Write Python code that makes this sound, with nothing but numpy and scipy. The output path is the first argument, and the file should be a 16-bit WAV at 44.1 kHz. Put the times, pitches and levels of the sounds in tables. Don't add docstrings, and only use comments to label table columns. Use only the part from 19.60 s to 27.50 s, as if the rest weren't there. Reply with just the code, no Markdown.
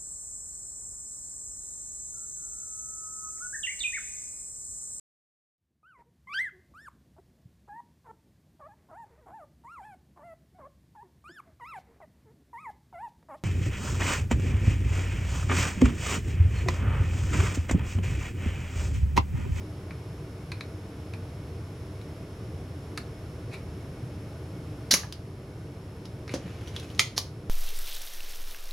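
import sys
import numpy as np
from scipy import signal
from scipy.fft import rfft, irfft, next_fast_len
from scipy.io import wavfile
from scipy.ndimage import uniform_filter1d

SR = 44100
rng = np.random.default_rng(int(sys.argv[2]) if len(sys.argv) > 2 else 0)


def store_pcm(level_fs):
    pcm = np.round(np.clip(level_fs, -1, 1) * 32767).astype(np.int16)
    wavfile.write(sys.argv[1], SR, np.atleast_2d(pcm).T)


N = 348301
TIME = np.arange(N) / SR
SHORT = 8192


# (frequency [Hz], density [dB per Hz])
RUMBLE_SPECTRUM = [(8, -40), (16, -18), (30, -27), (42, -15), (62, -9), (80, -2), (100, 0), (125, -3.5),
                   (185, -10), (215, -15), (300, -15), (390, -16), (680, -25), (850, -32), (1300, -55),
                   (2600, -110)]
HISS_SPECTRUM = [(500, -12), (800, 0), (1150, 0), (1700, -5.5), (2400, -7.5), (4000, -12.5), (5800, -14),
                 (7200, -19), (8800, -22), (9400, -17), (11400, -16.5), (12400, -24), (13000, -31),
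                 (15500, -32)]
# (frequency [Hz], width [Hz], level [dB rms])
HUM_BANDS = [(94, 24, -51), (156, 8, -56), (302, 14, -53), (376.8, 10, -56), (446.8, 10, -58),
             (485, 14, -63), (608.3, 6, -65), (650, 14, -64), (1464, 15, -72), (2196, 15, -73)]
# (frequency [Hz], level [dB rms])
WHINE = (5314, -69.5)
# (frequency [Hz], side against mid [dB])
AIR_WIDTH = [(25, -31), (60, -45), (110, -45), (200, -33), (380, -25), (700, -14), (1290, -6), (2380, -4),
             (4400, -6), (8120, -6), (11000, -8), (13000, -18)]
ROOM_WIDTH = [(100, -30), (500, -11), (1200, -3), (5000, -4), (9000, -3), (14000, -14)]
# (frequency [Hz], time to fall 60 dB [s])
ROOM_T60 = [(200, .3), (1000, .3), (3000, .29), (6000, .255), (11000, .245), (16000, .245)]

# (time [s], thud level [dB], frequency [Hz], time to fall 60 dB [s], shudder of the bench top [dB])
BUMPS = [(5.3295, -18, 220, .035, -38), (5.3400, -17, 170, .035, -40), (6.6930, -36, 420, .04, -46),
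         (6.7390, -20, 280, .08, -39), (6.7400, -26, 570, .075, -46), (6.8430, -22, 140, .07, -46),
         (6.8540, -21.5, 170, .07, -44)]
# (time [s], level [dB], main resonance [Hz], its strength [dB], brightness [dB per octave],
#  rebound against the first touch [dB], rebound resonance [Hz])
TAPS = [(0.3085, -45, 2200, 9, -5, -12, 2050), (0.9182, -41, 4100, 5, -1, 1.5, 2400),
        (1.0078, -42.5, 3950, 8, -1, 2, 2250), (1.5365, -45, 2550, 6, -1.5, -15, 2400),
        (2.4140, -56, 3800, 6, -1, -10, 2400), (3.3755, -36, 4400, -5, .7, -1.5, 1500),
        (6.6790, -44.5, 5500, 10, -3, -8, 1450), (6.6935, -41, 2150, 14, -2, -7, 4100)]
# (middle time [s], fade time either side [s], level [dB], resonance [Hz])
SCUFFS = [(3.941, .015, -42.5, 2400), (6.720, .018, -45, 2700), (7.085, .018, -53, 5800),
          (7.185, .025, -52, 5400)]
# (time [s], level [dB], resonance [Hz], its strength [dB], brightness [dB per octave])
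CLICKS = [(5.5249, -37.5, 4900, 6, 0), (6.4548, -47.5, 5200, 8, -1), (7.0749, -47.5, 3100, 7, 0),
          (7.0810, -51, 6000, 8, 1), (7.1637, -35, 3400, 5, -3), (7.1981, -45.5, 3700, 0, 2),
          (7.3020, -52, 3000, 6, 0), (7.3490, -53, 6300, 8, 1), (7.3780, -52, 4000, 0, -1)]
# (time [s], level [dB], resonance [Hz], width [Hz])
KNOCKS = [(5.4340, -41, 1700, 110), (5.4345, -43, 850, 400), (5.4420, -48, 1200, 200),
          (5.4475, -46, 780, 200)]
# (time [s], level [dB], brightness [dB per octave])
BOUNCES = [(5.3228, -17.5, -1), (5.3333, -21.5, 2), (5.3475, -21.5, 5), (7.4020, -22, -2), (7.5905, -29, 2)]

# (time [s], level [dB], chatter decay [s], ring of the pump against the blow [dB],
#  room [dB], run-up [s], rasp level [dB], rasp brightness [dB per octave])
RELEASE = (5.3117, -12.5, .0014, -13, -2, .0034, -17.5, 0)
PISTON_STOP = (5.3391, -9.5, .0016, -12, -2.5, .007, -21.5, 3)
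BENCH_KNOCK = (6.7390, -20, .0090, -22, -2, .004, -46, 0)
LATCH = (7.3942, -10.2, .0012, -9.5, -2.5, .003, -24.5, 3)
ROD_STOP = (7.5787, -13.2, .0012, -20, -7.5, .016, -29, 2.5)

# (frequency [Hz], density [dB per Hz])
RELEASE_COLOUR = [(200, -14), (600, -19), (1150, -16), (1700, -7), (2500, -13), (3300, -8), (4200, 0),
                  (5100, 0), (6000, -2), (6800, -8), (8300, -21), (9300, -12), (11200, -10), (12400, -23),
                  (15500, -24)]
STOP_COLOUR = [(200, -13), (520, -10), (820, -13), (1120, -6), (1450, -9), (2250, -4), (3500, -10),
               (4400, -8), (5100, -9), (5700, 2), (6500, -1), (8100, -21), (9300, -9), (11400, -8),
               (12500, -27), (15500, -26)]
KNOCK_COLOUR = [(120, -4), (280, 0), (420, -6), (580, -3), (760, -15), (1700, -20), (3600, -22),
                (5000, -21), (6300, -20), (8000, -33), (11000, -31), (12400, -44), (15000, -46)]
LATCH_COLOUR = [(200, -11), (700, -13), (1000, -12), (1330, -5), (1600, -19), (2000, -1), (2350, 0),
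                (2700, -6), (3200, 0), (4300, -3), (5200, -3), (5850, -10), (6500, -3), (7900, -17),
                (8800, -13), (11100, -20), (12400, -30), (15500, -36)]
ROD_COLOUR = [(180, -41), (300, -11), (1160, -7), (1620, -20), (2400, -9), (2690, -17), (2980, -6),
              (3810, -9), (4490, 0), (5760, -4), (7880, -20), (11000, -19), (15500, -32)]
TAP_COLOUR = [(300, -20), (800, -10), (1200, 0), (1700, -3), (2450, 1), (3100, -12), (3800, -3), (4400, -2),
              (5400, -9), (6500, -10), (8400, -18), (9600, -12), (11300, -14), (12400, -28), (15500, -28)]
CLICK_COLOUR = [(400, -16), (1200, -10), (2500, -9), (3000, 0), (3900, 0), (4600, -5), (6100, -6),
                (8300, -17), (10600, -10), (12400, -22), (15500, -24)]
RUB_COLOUR = [(400, -2), (1200, -1), (2800, 0), (4000, -6), (6500, -7), (8200, -17), (11000, -12),
              (15000, -32)]
BENCH_COLOUR = [(120, -3), (270, -1), (420, -3), (560, 0), (760, -13), (1500, -30), (4000, -60)]

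# (frequency [Hz], width before the damping factor [Hz], relative level [dB])
SLACK_MODES = [(3040, 30, -2), (3847, 25, -2), (3973, 25, -5), (4150, 25, -1), (4430, 25, -3),
               (4864, 25, 0), (4982, 30, -3), (5423, 22, -2), (5497, 20, 0), (5850, 18, -2), (5964, 18, -4),
               (6322, 24, -2), (6590, 20, -3), (9420, 25, 1)]
COCKED_MODES = [(2061, 30, -2), (2100, 20, -2), (3000, 28, -6), (3390, 20, -6), (4210, 20, -4),
                (4305, 14, -3), (4900, 20, -6), (5195, 16, -3), (6468, 13, 7), (7610, 18, 0), (8893, 18, 0),
                (9220, 13, 4)]
# (frequency [Hz], starting level [dB], time to fall 60 dB [s])
BOARD_MODES = [(571, -19.5, .024), (1170, -18, .02), (1810, -29, .03), (2250, -22.5, .03)]
# (frequency [Hz], starting level [dB], time to fall 60 dB [s])
SHELL_MODES = [(1290, -23, .03), (2090, -17, .03), (2380, -14.5, .011), (3150, -15.5, .014)]

RUMBLE_START_DB, RUMBLE_RISE_DB_PER_S = -39.6, .3
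SHUDDER_T60_S = .17
REBOUND_S, REBOUND_DULLER_DB_PER_OCTAVE = .0018, 1.5
PRESS_START_S, PRESS_END_S, PRESS_FADE_S, PRESS_DB = 6.77, 7.42, .06, -55.8
PRESS_SLACK_TREBLE_DB, PRESS_TIGHT_TREBLE_DB = -5, 3
RUN_UP_SWELL_DB, RUN_UP_DULLER_DB_PER_OCTAVE = 11, 3
RATTLE_S, RATTLE_FADE_DB = .014, 3
SLIDE_DB = -28.5
CATCH_DELAY_S = .0005
CUTOFF_HZ = 15900


def from_db(db):
    return 10 ** (np.asarray(db) / 20)


def rms_one(x):
    return x / np.sqrt(np.mean(x ** 2) + 1e-20)


def energy_one(x):
    return x / np.sqrt(np.sum(x ** 2) + 1e-20)


def at_level(sound, db):
    return from_db(db) * np.sqrt(SR / 500) * energy_one(sound)


def at_hz(points, hz):
    f, value = np.transpose(points)
    return np.interp(np.log(np.maximum(hz, 1)), np.log(f), value)


def colour(x, spectrum, tilt_db=0):
    size = SHORT if len(x) > SR else SHORT // 4
    lowest = spectrum[0][0]
    hz = np.maximum(np.fft.rfftfreq(size, 1 / SR), lowest / 10)
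    octaves_below = np.minimum(np.log2(hz / lowest), 0)
    tilt = tilt_db * np.log2(np.maximum(hz, 1000) / 3000)
    db = at_hz(spectrum, hz) + 12 * octaves_below + tilt
    cepstrum = irfft(np.log(from_db(db)))
    cepstrum[1:size // 2] *= 2
    cepstrum[size // 2 + 1:] = 0
    impulse_response = irfft(np.exp(rfft(cepstrum)))
    return signal.oaconvolve(x, impulse_response)[:len(x)]


def resonate(x, hz, width):
    r = np.exp(-np.pi * width / SR)
    zeros = np.array([1, 0, -1]) * (1 - r * r) / 2
    poles = [1, -2 * r * np.cos(2 * np.pi * hz / SR), r * r]
    return signal.lfilter(zeros, poles, x + 1e-18)


def add(track, s, sound):
    start = int(round(s * SR))
    part = sound[..., :N - start]
    track[..., start:start + part.shape[-1]] += part


def stereo_noise(size, width):
    mid, side = rng.standard_normal((2, size))
    side = colour(side, width)
    return np.array([mid + side, mid - side])


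def room_response(early_s=.011, early_db=1.0, gap_s=.0022):
    t = TIME[:2 * SHORT]
    noise = rfft(stereo_noise(len(t), ROOM_WIDTH))
    hz = np.fft.rfftfreq(len(t), 1 / SR)
    early = from_db(early_db) * np.exp(-t / early_s)
    out = 0
    for k, (_, t60) in enumerate(ROOM_T60):
        band = [(f, float(j == k)) for j, (f, _) in enumerate(ROOM_T60)]
        band_noise = irfft(noise * at_hz(band, hz), len(t))
        out = out + band_noise * (from_db(-60 * t / t60) + early)
    return np.sqrt(2) * energy_one(out * (t > gap_s))


def in_room(sound, room, room_db, pan_db):
    out = from_db(room_db) * signal.oaconvolve(sound[None], room, axes=1)
    out[:, :len(sound)] += sound * from_db([[pan_db / 2], [-pan_db / 2]])
    return out


def wavering_tone(hz, width):
    size = next_fast_len(N, real=True)
    offset = (np.fft.rfftfreq(size, 1 / SR) - hz) / width
    near = np.flatnonzero(abs(offset) < 5)
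    draws = rng.standard_normal((2, SHORT))[:, near % SHORT]
    lines = np.zeros(len(offset), complex)
    lines[near] = (draws[0] + 1j * draws[1]) / (1 + offset[near] ** 2)
    return rms_one(irfft(lines, size)[:N])


def air_noise(spectrum):
    return rms_one(np.array([colour(side, spectrum) for side in stereo_noise(N, AIR_WIDTH)]))


def workshop(hiss_db=-54.2):
    rumble = air_noise(RUMBLE_SPECTRUM) * from_db(RUMBLE_START_DB + RUMBLE_RISE_DB_PER_S * TIME)
    hiss = from_db(hiss_db) * air_noise(HISS_SPECTRUM)
    hum = sum(from_db(db) * wavering_tone(hz, width) for hz, width, db in HUM_BANDS)
    whine_hz, whine_db = WHINE
    whine = from_db(whine_db) * rms_one(np.sin(2 * np.pi * whine_hz * TIME))
    return rumble + hiss + hum + whine


def bumps(rise_s=.002):
    out, t = np.zeros(N), TIME[:SHORT]
    for s, db, hz, t60, shudder_db in BUMPS:
        thud = from_db(db - 60 * t / t60) * np.sin(2 * np.pi * hz * t)
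        bench_noise = rms_one(colour(rng.standard_normal(SHORT), BENCH_COLOUR))
        shudder = from_db(shudder_db - 60 * t / SHUDDER_T60_S) * bench_noise
        add(out, s, (1 - np.exp(-t / rise_s)) * (thud + shudder))
    return out


def friction(size, grain_db):
    strength = from_db(grain_db * np.minimum(rng.exponential(1, size), 5))
    return rms_one(rng.standard_normal(size) * strength)


def scuffs(room, resonance_db=6, resonance_width=500):
    out, t = np.zeros((2, N)), TIME[:SHORT] - TIME[SHORT // 2]
    for s, fade_s, db, hz in SCUFFS:
        scuff = colour(friction(len(t), grain_db=3), TAP_COLOUR)
        scuff = rms_one(scuff + from_db(resonance_db) * resonate(scuff, hz, resonance_width))
        scuff = scuff * from_db(db) * np.exp(-abs(t) / fade_s)
        add(out, s + t[0], in_room(scuff, room, room_db=-3.5, pan_db=-.3))
    return out


def contact(decay):
    t = TIME[:SHORT // 2]
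    chatter = rng.standard_normal(len(t)) * np.exp(-np.minimum(t / decay, 20))
    burst = energy_one(chatter)
    burst[0] += .22
    power = uniform_filter1d(abs(rfft(burst)) ** 2, size=30)
    hz = np.fft.rfftfreq(len(burst), 1 / SR)
    whitening = np.c_[hz + 1, -10 * np.log10(power)]
    return energy_one(colour(burst, whitening))


def tap(db, spectrum, hz, width, resonance_db, tilt_db, level_db=7):
    tick = colour(contact(decay=.002), spectrum, tilt_db)
    return at_level(tick + from_db(resonance_db) * resonate(tick, hz, width), db + level_db)


def taps(room, resonance_width=430, rebound_width=550, rebound_ring_db=14, echo_s=.008, echo_db=-11):
    out = np.zeros(N)
    for s, db, hz, resonance_db, tilt_db, rebound_db, rebound_hz in TAPS:
        touch = tap(db, TAP_COLOUR, hz, resonance_width, resonance_db, tilt_db)
        rebound_tilt_db = tilt_db - REBOUND_DULLER_DB_PER_OCTAVE
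        rebound = tap(db + rebound_db, TAP_COLOUR, rebound_hz, rebound_width,
                      rebound_ring_db, rebound_tilt_db)
        add(out, s, touch)
        add(out, s + echo_s, from_db(echo_db) * touch)
        add(out, s + REBOUND_S, rebound)
    return in_room(out, room, room_db=-6.5, pan_db=-.3)[:, :N]


def knocks(room, level_db=7):
    out = np.zeros(N)
    for s, db, hz, width in KNOCKS:
        ringing = resonate(contact(decay=.001), hz, width)
        rounded = resonate(ringing, hz, hz)
        add(out, s, at_level(rounded, db + level_db))
    return in_room(out, room, room_db=-5, pan_db=-.3)[:, :N]


def clicks(room, resonance_width=330):
    out = np.zeros(N)
    for s, db, hz, resonance_db, tilt_db in CLICKS:
        add(out, s, tap(db, CLICK_COLOUR, hz, resonance_width, resonance_db, tilt_db))
    return in_room(out, room, room_db=-4, pan_db=-.7)[:, :N]


def plunger(room, dull_hz=3000, stick_db=2.3):
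    length = PRESS_END_S - PRESS_START_S
    t = TIME[:int(length * SR)]
    slips = from_db(stick_db * rms_one(uniform_filter1d(rng.standard_normal(2 * SR), size=400)))
    rub = rms_one(colour(friction(2 * SR, grain_db=5.5) * slips, RUB_COLOUR))[:len(t)]
    dull = signal.sosfilt(signal.butter(1, dull_hz, fs=SR, output="sos"), rub)
    treble_gain = from_db(np.interp(t, [0, length], [PRESS_SLACK_TREBLE_DB, PRESS_TIGHT_TREBLE_DB]))
    brightening = dull / treble_gain + (rub - dull) * treble_gain
    force = from_db(PRESS_DB) * np.minimum(np.minimum(t, length - t) / PRESS_FADE_S, 1)
    out = np.zeros((2, N))
    add(out, PRESS_START_S, in_room(force * brightening, room, room_db=-3, pan_db=-.3))
    return out


def pump_ring(sound, modes, damping=.8):
    ring = 0
    for k, (hz, width, db) in enumerate(modes):
        sign = (-1) ** k
        ring = ring + sign * from_db(db) * resonate(sound, hz, damping * width)
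    return energy_one(ring)


def with_ring(sound, ring_db):
    return sound + from_db(ring_db) * np.linalg.norm(sound) * pump_ring(sound, SLACK_MODES)


def rasp(room, length, db, change_db, tilt_db):
    travel = np.minimum(TIME[:SHORT] / length, 1)
    ends = np.clip(10 * np.minimum(travel, 1 - travel), 0, 1)
    force = from_db(db + change_db * travel) * ends
    rub = force * rms_one(colour(friction(SHORT, grain_db=3), RELEASE_COLOUR, tilt_db))
    return in_room(with_ring(rub, ring_db=-16), room, room_db=-4, pan_db=-1.8)


def runs(room):
    out = np.zeros((2, N))
    slide_s = PISTON_STOP[0] - RELEASE[0]
    add(out, RELEASE[0], rasp(room, slide_s, SLIDE_DB, change_db=0, tilt_db=0))
    for s, *_, run_up_s, db, tilt_db in (RELEASE, PISTON_STOP, BENCH_KNOCK, LATCH, ROD_STOP):
        run_up = rasp(room, run_up_s, db - RUN_UP_SWELL_DB, RUN_UP_SWELL_DB,
                      tilt_db - RUN_UP_DULLER_DB_PER_OCTAVE)
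        add(out, s - run_up_s, run_up)
        add(out, s, rasp(room, RATTLE_S, db, -RATTLE_FADE_DB, tilt_db))
    return out


def bounces(room, decay=.0008):
    out = np.zeros(N)
    for s, db, tilt_db in BOUNCES:
        add(out, s, at_level(colour(contact(decay), RELEASE_COLOUR, tilt_db), db))
    return in_room(with_ring(out, ring_db=-12), room, room_db=-5, pan_db=-1.7)[:, :N]


def struck(modes):
    t = TIME[:SHORT]
    return sum(from_db(db - 60 * t / t60) * np.sin(2 * np.pi * hz * t) for hz, db, t60 in modes)


def recoil(room):
    out = np.zeros(N)
    add(out, PISTON_STOP[0], struck(BOARD_MODES))
    add(out, LATCH[0] + CATCH_DELAY_S, struck(SHELL_MODES))
    return in_room(out, room, room_db=-6, pan_db=-1.5)[:, :N]


def blows(ring_room_db=-7):
    out = np.zeros((2, N))
    cycle = [(RELEASE, RELEASE_COLOUR, SLACK_MODES),
             (PISTON_STOP, STOP_COLOUR, SLACK_MODES),
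             (BENCH_KNOCK, KNOCK_COLOUR, SLACK_MODES),
             (LATCH, LATCH_COLOUR, COCKED_MODES),
             (ROD_STOP, ROD_COLOUR, COCKED_MODES)]
    for (s, db, decay, ring_db, room_db, *_), spectrum, modes in cycle:
        blow = at_level(colour(contact(decay), spectrum), db)
        push = colour(signal.unit_impulse(SHORT), spectrum)
        ring = at_level(pump_ring(push, modes), db + ring_db)
        room = room_response()
        add(out, s, in_room(blow, room, room_db, pan_db=-1.9))
        add(out, s, in_room(ring, room, ring_room_db, pan_db=-.8))
    return out


def scene():
    room = room_response()
    background = workshop() + bumps()
    light_contacts = scuffs(room) + taps(room) + knocks(room) + clicks(room)
    pump = plunger(room) + runs(room) + bounces(room) + recoil(room) + blows()
    return background + light_contacts + pump


def gain_control(x, threshold_db=-14, slope=.19, release_db_per_s=1.0, attack_s=.012):
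    peak_db = 20 * np.log10(abs(x).max(axis=0) + 1e-9)
    over = slope * np.maximum(peak_db - threshold_db, 0)
    recovery = release_db_per_s * TIME
    held = np.maximum.accumulate(over + recovery) - recovery
    r = np.exp(-1 / (attack_s * SR))
    reduction_db = signal.lfilter([1 - r], [1, -r], held)
    return x * from_db(-reduction_db)


def record(dry):
    rounded = np.tanh(gain_control(dry))
    return signal.sosfilt(signal.ellip(10, .1, 80, CUTOFF_HZ, fs=SR, output="sos"), rounded)


dry = scene()
out = record(dry)
store_pcm(out)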